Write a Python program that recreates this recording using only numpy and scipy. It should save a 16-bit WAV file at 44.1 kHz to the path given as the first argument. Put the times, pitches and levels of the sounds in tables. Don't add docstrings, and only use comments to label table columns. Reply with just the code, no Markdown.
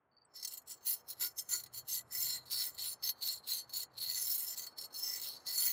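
import sys
import numpy as np
from scipy import signal
from scipy.fft import rfft, irfft, next_fast_len
from scipy.io import wavfile
from scipy.ndimage import uniform_filter1d, map_coordinates

SR = 44100
rng = np.random.default_rng(int(sys.argv[2]) if len(sys.argv) > 2 else 0)


def voltage_ratio(level):
    return 10 ** (np.asarray(level, float) / 20)


def wav_out(sig):
    wavfile.write(sys.argv[1], SR, np.round(np.clip(np.atleast_2d(sig).T, -1, 1) * 32767).astype(np.int16))


N = 252248

# (time [s], traffic level [dB], engine drone level [dB])
AIR = [(0, -83, -91), (.5, -73, -81), (1.1, -72, -76), (1.8, -72, -69), (2.33, -70, -63.5),
       (2.8, -70.5, -73.5), (3.8, -71, -75), (4.1, -71, -65.5), (4.4, -70, -80.5), (5.72, -68.5, -75)]
TOP_HZ = 15700


def unit(x):
    return x / np.sqrt(np.mean(x ** 2) + 1e-20)


def curves(rows):
    times, *columns = np.transpose(rows)
    return [np.interp(np.arange(N) / SR, times, column) for column in columns]


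def wobble(rate):
    knots = rng.standard_normal(int(N * rate / SR) + 4)
    return map_coordinates(knots, [np.arange(N) * rate / SR])


def coloured(x, spectrum):
    m = next_fast_len(N + 8192)
    hz, level_db = np.transpose(spectrum)
    gain = voltage_ratio(np.interp(np.log(np.fft.rfftfreq(m, 1 / SR) + 1), np.log(hz + 1), level_db))
    return irfft(rfft(x, m) * gain, m)[:N]


def mode(x, hz, width_hz):
    r = np.exp(-np.pi * width_hz / SR)
    top = [(1 - r * r) / 2, 0, (r * r - 1) / 2]
    bottom = [1, -2 * r * np.cos(2 * np.pi * hz / SR), r * r]
    return signal.lfilter(top, bottom, x)


def patchy(x, depth_db, size=(4, 7)):
    z = signal.stft(x, nperseg=256)[2]
    field = uniform_filter1d(rng.standard_normal(z.shape), size=size[0], axis=0)
    field = uniform_filter1d(field, size=size[1], axis=1)
    return signal.istft(z * voltage_ratio(depth_db * unit(field)), nperseg=256)[1][:N]


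def traffic():
    # (pitch [Hz], relative level [dB])
    traffic_colour = [(25, -50), (70, -15), (270, -11), (500, -8), (1200, -8.5), (1800, -17), (2300, -25.5),
                      (3200, -33), (6000, -75)]
    traffic_db, _ = curves(AIR)
    level = voltage_ratio(traffic_db + 3 + 0.6 * wobble(3.08))
    return level * unit(coloured(rng.standard_normal(N), traffic_colour))


def engine_drone():
    _, drone_db = curves(AIR)
    upper = unit(mode(rng.standard_normal(N), 125.0, 11.5))
    lower = unit(mode(mode(rng.standard_normal(N), 85, 57), 79, 62))
    waver = voltage_ratio(3.0 * wobble(19))
    return voltage_ratio(drone_db - 5.5) * waver * (upper + 0.74 * lower)


def bird():
    # (time [s], level before fade and flutter [dB], starting pitch [Hz], length scale [s])
    chirps = [(0.114, -75.5, 4540, 0.086), (0.166, -59, 4600, 0.038), (0.212, -59, 4640, 0.032),
              (0.249, -60, 8100, 0.02)]
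    out = np.zeros(N)
    for start, level_db, hz, length in chirps:
        t = np.arange(round(4 * length * SR)) / SR
        shape = (1 - np.exp(-t / 0.0048)) * np.exp(-2.5 * t / length)
        whistle = np.sin(2 * np.pi * hz * t * (1 - 0.17 * t))
        out[round(start * SR):][:len(t)] += voltage_ratio(level_db) * shape * whistle
    return out * voltage_ratio(8.4 * np.tanh(wobble(308.0)))


def hand():
    # (starts [s], slows [s], stops [s],
    #                           rasp level at the start [dB], rasp level as it slows [dB])
    strokes = [(0.315, 0.415, 0.48, -56.5, -54), (0.478, 0.541, 0.59, -50, -45),
               (0.631, 0.716, 0.78, -72.5, -40.5), (0.829, 0.935, 1.009, -38.5, -38.5),
               (1.052, 1.134, 1.148, -45, -46.5), (1.177, 1.258, 1.321, -38, -36),
               (1.342, 1.395, 1.46, -50, -41), (1.466, 1.567, 1.645, -40, -36.5),
               (1.704, 1.795, 1.823, -50.5, -41.5), (1.851, 1.996, 2.007, -42.5, -43),
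               (2.083, 2.363, 2.439, -43.5, -43.5), (2.473, 2.672, 2.744, -44.5, -41),
               (2.748, 2.932, 2.957, -45.5, -43.5), (3.001, 3.105, 3.126, -44.5, -39),
               (3.186, 3.368, 3.436, -39.5, -48.5), (3.441, 3.592, 3.645, -42, -42),
               (3.7, 3.835, 3.848, -42, -45.5), (3.945, 4.08, 4.12, -45.5, -45.5),
               (4.027, 4.565, 4.557, -42, -45), (4.538, 4.627, 4.73, -45.5, -43.5),
               (4.739, 4.852, 4.885, -57.5, -47.5), (4.905, 5.289, 5.44, -46.5, -43),
               (5.431, 5.698, 6.03, -44.5, -39)]
    pickup_s, arc_db = 0.039, 3.5
    creep_db, lean_s, settle_s = -17, 0.063, 0.018
    t, speed = np.arange(N) / SR, np.zeros(N)
    for starts, slows, stops, start_db, end_db in strokes:
        u = np.clip((t - starts) / (slows - starts), 0, 1)
        level_db = start_db + (end_db - start_db) * u + arc_db * 4 * u * (1 - u)
        pickup = (t - starts) / pickup_s
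        slowing = (stops - t) / max(stops - slows, 0.01)
        edge = np.clip(np.minimum(pickup, slowing), 0, 1)
        outside = np.minimum((t - starts) / lean_s, (stops - t) / settle_s)
        creep = np.exp(np.minimum(0, outside))
        stroke = voltage_ratio(level_db / 2) * np.maximum(edge, voltage_ratio(creep_db / 2) * creep)
        speed = np.maximum(speed, stroke)
    return speed


def flicks(rate, spread_db, clump_db, tick_db):
    hit = rng.random(N) < rate / SR
    size = voltage_ratio(spread_db * np.minimum(rng.exponential(size=N), 4))
    clumps = voltage_ratio(clump_db * np.tanh(wobble(60)) + tick_db * np.tanh(wobble(260)))
    return unit(hit * size * clumps)


def snapping_tufts():
    # (time [s], level before rise and fade [dB], crispness [0-1], time to fall by 60 dB [s])
    snaps = [(0.395, -41, 0.4, 0.021), (0.425, -35.5, 0.8, 0.073), (0.447, -26, 0.7, 0.023),
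             (0.472, -31.5, 1, 0.053), (0.536, -35, 0.73, 0.036), (0.57, -36, 0.97, 0.057),
             (0.616, -53, 0.4, 0.027), (0.6743, -54, 1, 0.051), (0.716, -35, 0.7, 0.034),
             (0.871, -27.5, .5, 0.083), (1.2065, -34, .5, 0.03), (1.488, -28, .5, 0.033),
             (1.599, -35, 1, 0.028), (1.636, -31.5, 0.6, 0.014), (1.659, -32.5, 0.18, 0.038),
             (2.006, -39, 0.9, 0.038), (2.452, -46, 0.5, 0.17), (2.744, -47, 1, 0.04),
             (3.229, -45, .5, 0.048), (3.693, -43.5, 1, 0.04), (3.83, -39, 0.6, 0.038),
             (3.973, -46, .4, 0.068), (4.347, -38, .5, 0.023), (4.4404, -42, 0.52, 0.018),
             (4.664, -30.5, .7, 0.043), (4.782, -28.5, .5, 0.031), (4.811, -38, 0.7, 0.017),
             (5.363, -39.5, 0.5, 0.034), (5.48, -34, .7, 0.041)]
    snap, crisp = np.zeros((2, N + SR))
    t = np.arange(SR // 10) / SR
    for start, level_db, crispness, dies in snaps:
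        here = slice(round(start * SR), round(start * SR) + len(t))
        snap[here] += voltage_ratio(level_db - 60 * t / dies) * (1 - np.exp(-t / (0.079 * dies)))
        crisp[here] += crispness * voltage_ratio(-10 * t / dies)
    return snap[:N], crisp[:N]


def shoves():
    # (middle [s], time from the middle to 1/e of the peak [s], peak drive level [dB])
    bumps = [(1.239, 0.028, -29.5), (1.547, 0.024, -29)]
    t = np.arange(N) / SR
    return sum(voltage_ratio(peak_db) * np.exp(-((t - middle) / half) ** 2) for middle, half, peak_db in bumps)


def bristle_rasp(teeth, brisk):
    # (pitch [Hz], relative level [dB])
    rasp_colour = [(880, -72), (1500, -40), (3520, -11), (4290, -9.5), (4870, -7), (16000, -7)]
    rubbing = teeth * brisk ** 6.8 * rng.standard_normal(N)
    return voltage_ratio(-9.5) * patchy(coloured(rubbing, rasp_colour), depth_db=8.0)


def ringing_blade(teeth, brisk):
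    # (pitch before detuning [Hz], width before narrowing [Hz], relative level [dB])
    blade_modes = [(996, 53, -28), (1440, 39, -19), (1990, 50, -11), (2810, 70, -24), (3170, 40, -20),
                   (4160, 33, -3), (4370, 45, -1.5), (5330, 60, -5), (5840, 50, -15), (6310, 76, -9),
                   (6810, 36, -9), (7200, 56, -3), (7840, 40, -11), (8190, 81, -12), (8510, 67, -15),
                   (8950, 38, -12), (9190, 79, -12), (10200, 96, -8), (10600, 32, -14), (11360, 55, -3),
                   (12310, 70, -4), (13400, 74, -8), (13900, 70, -9), (15100, 100, -5), (15400, 43, -9),
                   (345, 70, -27), (2200, 60, -22), (4490, 70, -9), (10080, 50, -9), (11210, 60, -9),
                   (12550, 90, -6)]
    # (pitch before detuning [Hz], width before narrowing [Hz],
    #                               relative level [dB])
    crowds = [(3100, 1040, -30.5), (4050, 354, -15), (13230, 300, -10), (14850, 790, -11.5)]
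    # (time [s], low modes level [dB], 4 kHz pair level [dB], 5 kHz mode level [dB])
    group_levels = [(0.38, -8, 6, 7.5), (0.56, -9.5, -11.5, -0.5), (0.9, -7.5, -9.5, -4), (1.1, -7, 0, 9.5),
                    (1.24, 4.5, 3, 4), (1.4, -6, -13.5, 5), (1.54, 3.5, 0, -2.5), (1.78, -9, -2.5, -3),
                    (2.16, -1, -4.5, 3.5), (2.33, 2, 7, 6), (2.64, -4.5, 3, 4.5), (3.08, -5.5, 6.5, 1),
                    (3.27, -8, 5, -0.5), (4.05, -6.5, 4.5, 1.5), (4.2, -1, 5, 6), (4.46, -6, -7.5, 6),
                    (4.6, -0.5, -0.5, -4), (4.85, -10, 3.5, -2), (5.13, -2, -9, 8), (5.32, -12, 10, 2),
                    (5.68, 0.5, -2, 4)]
    detune = 0.003
    bend_db, pair_db, fifth_db = curves(group_levels)
    shove = shoves()
    load = np.pi / 4 * (1 + np.tanh(wobble(7)))
    out = np.zeros(N)
    for hz, width_hz, level_db in [*blade_modes, *crowds]:
        drive = teeth
        if hz < 2500:
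            drive = voltage_ratio(bend_db) * teeth
        if hz < 1600:
            drive = voltage_ratio(-2) * drive + shove
        if 3800 < hz < 4800:
            drive = voltage_ratio(pair_db) * teeth
        if 4800 < hz < 5600:
            drive = voltage_ratio(fifth_db) * teeth
        drive = drive * brisk ** (1.64 * hz / TOP_HZ)
        sharp = np.sqrt(min(1, hz / 6000)) / (1 + width_hz / 600)
        drift_db = sharp * (8.9 * np.tanh(wobble(10)) + 4.03 * np.tanh(wobble(45)))
        push = drive * voltage_ratio(level_db + 14.0 + drift_db) * rng.standard_normal(N)
        for side, share in ((1 - detune, np.cos(load)), (1 + detune, np.sin(load))):
            out += mode(push * share, hz * side, 0.75 * width_hz)
    return out


def brush():
    speed = hand()
    snap, crisp = snapping_tufts()
    teeth = speed ** 2 * flicks(rate=1900, spread_db=1.5, clump_db=2.0, tick_db=1.0) + snap
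    brisk = np.minimum(np.maximum(speed / voltage_ratio(-20.0), crisp), 1)
    out = bristle_rasp(teeth, brisk) + ringing_blade(teeth, brisk)
    return patchy(out, depth_db=1.59, size=(12, 40))


def scene():
    return (brush() + bird() + traffic() + engine_drone())[None]


def band_limit(x):
    return signal.sosfilt(signal.butter(12, 16480, fs=SR, output="sos"), x)


def record(dry):
    limit = signal.ellip(10, 0.1, 70, TOP_HZ, fs=SR, output="sos")
    mix = signal.sosfilt(limit, dry)
    return band_limit(mix)


dry = scene()
out = record(dry)
wav_out(out)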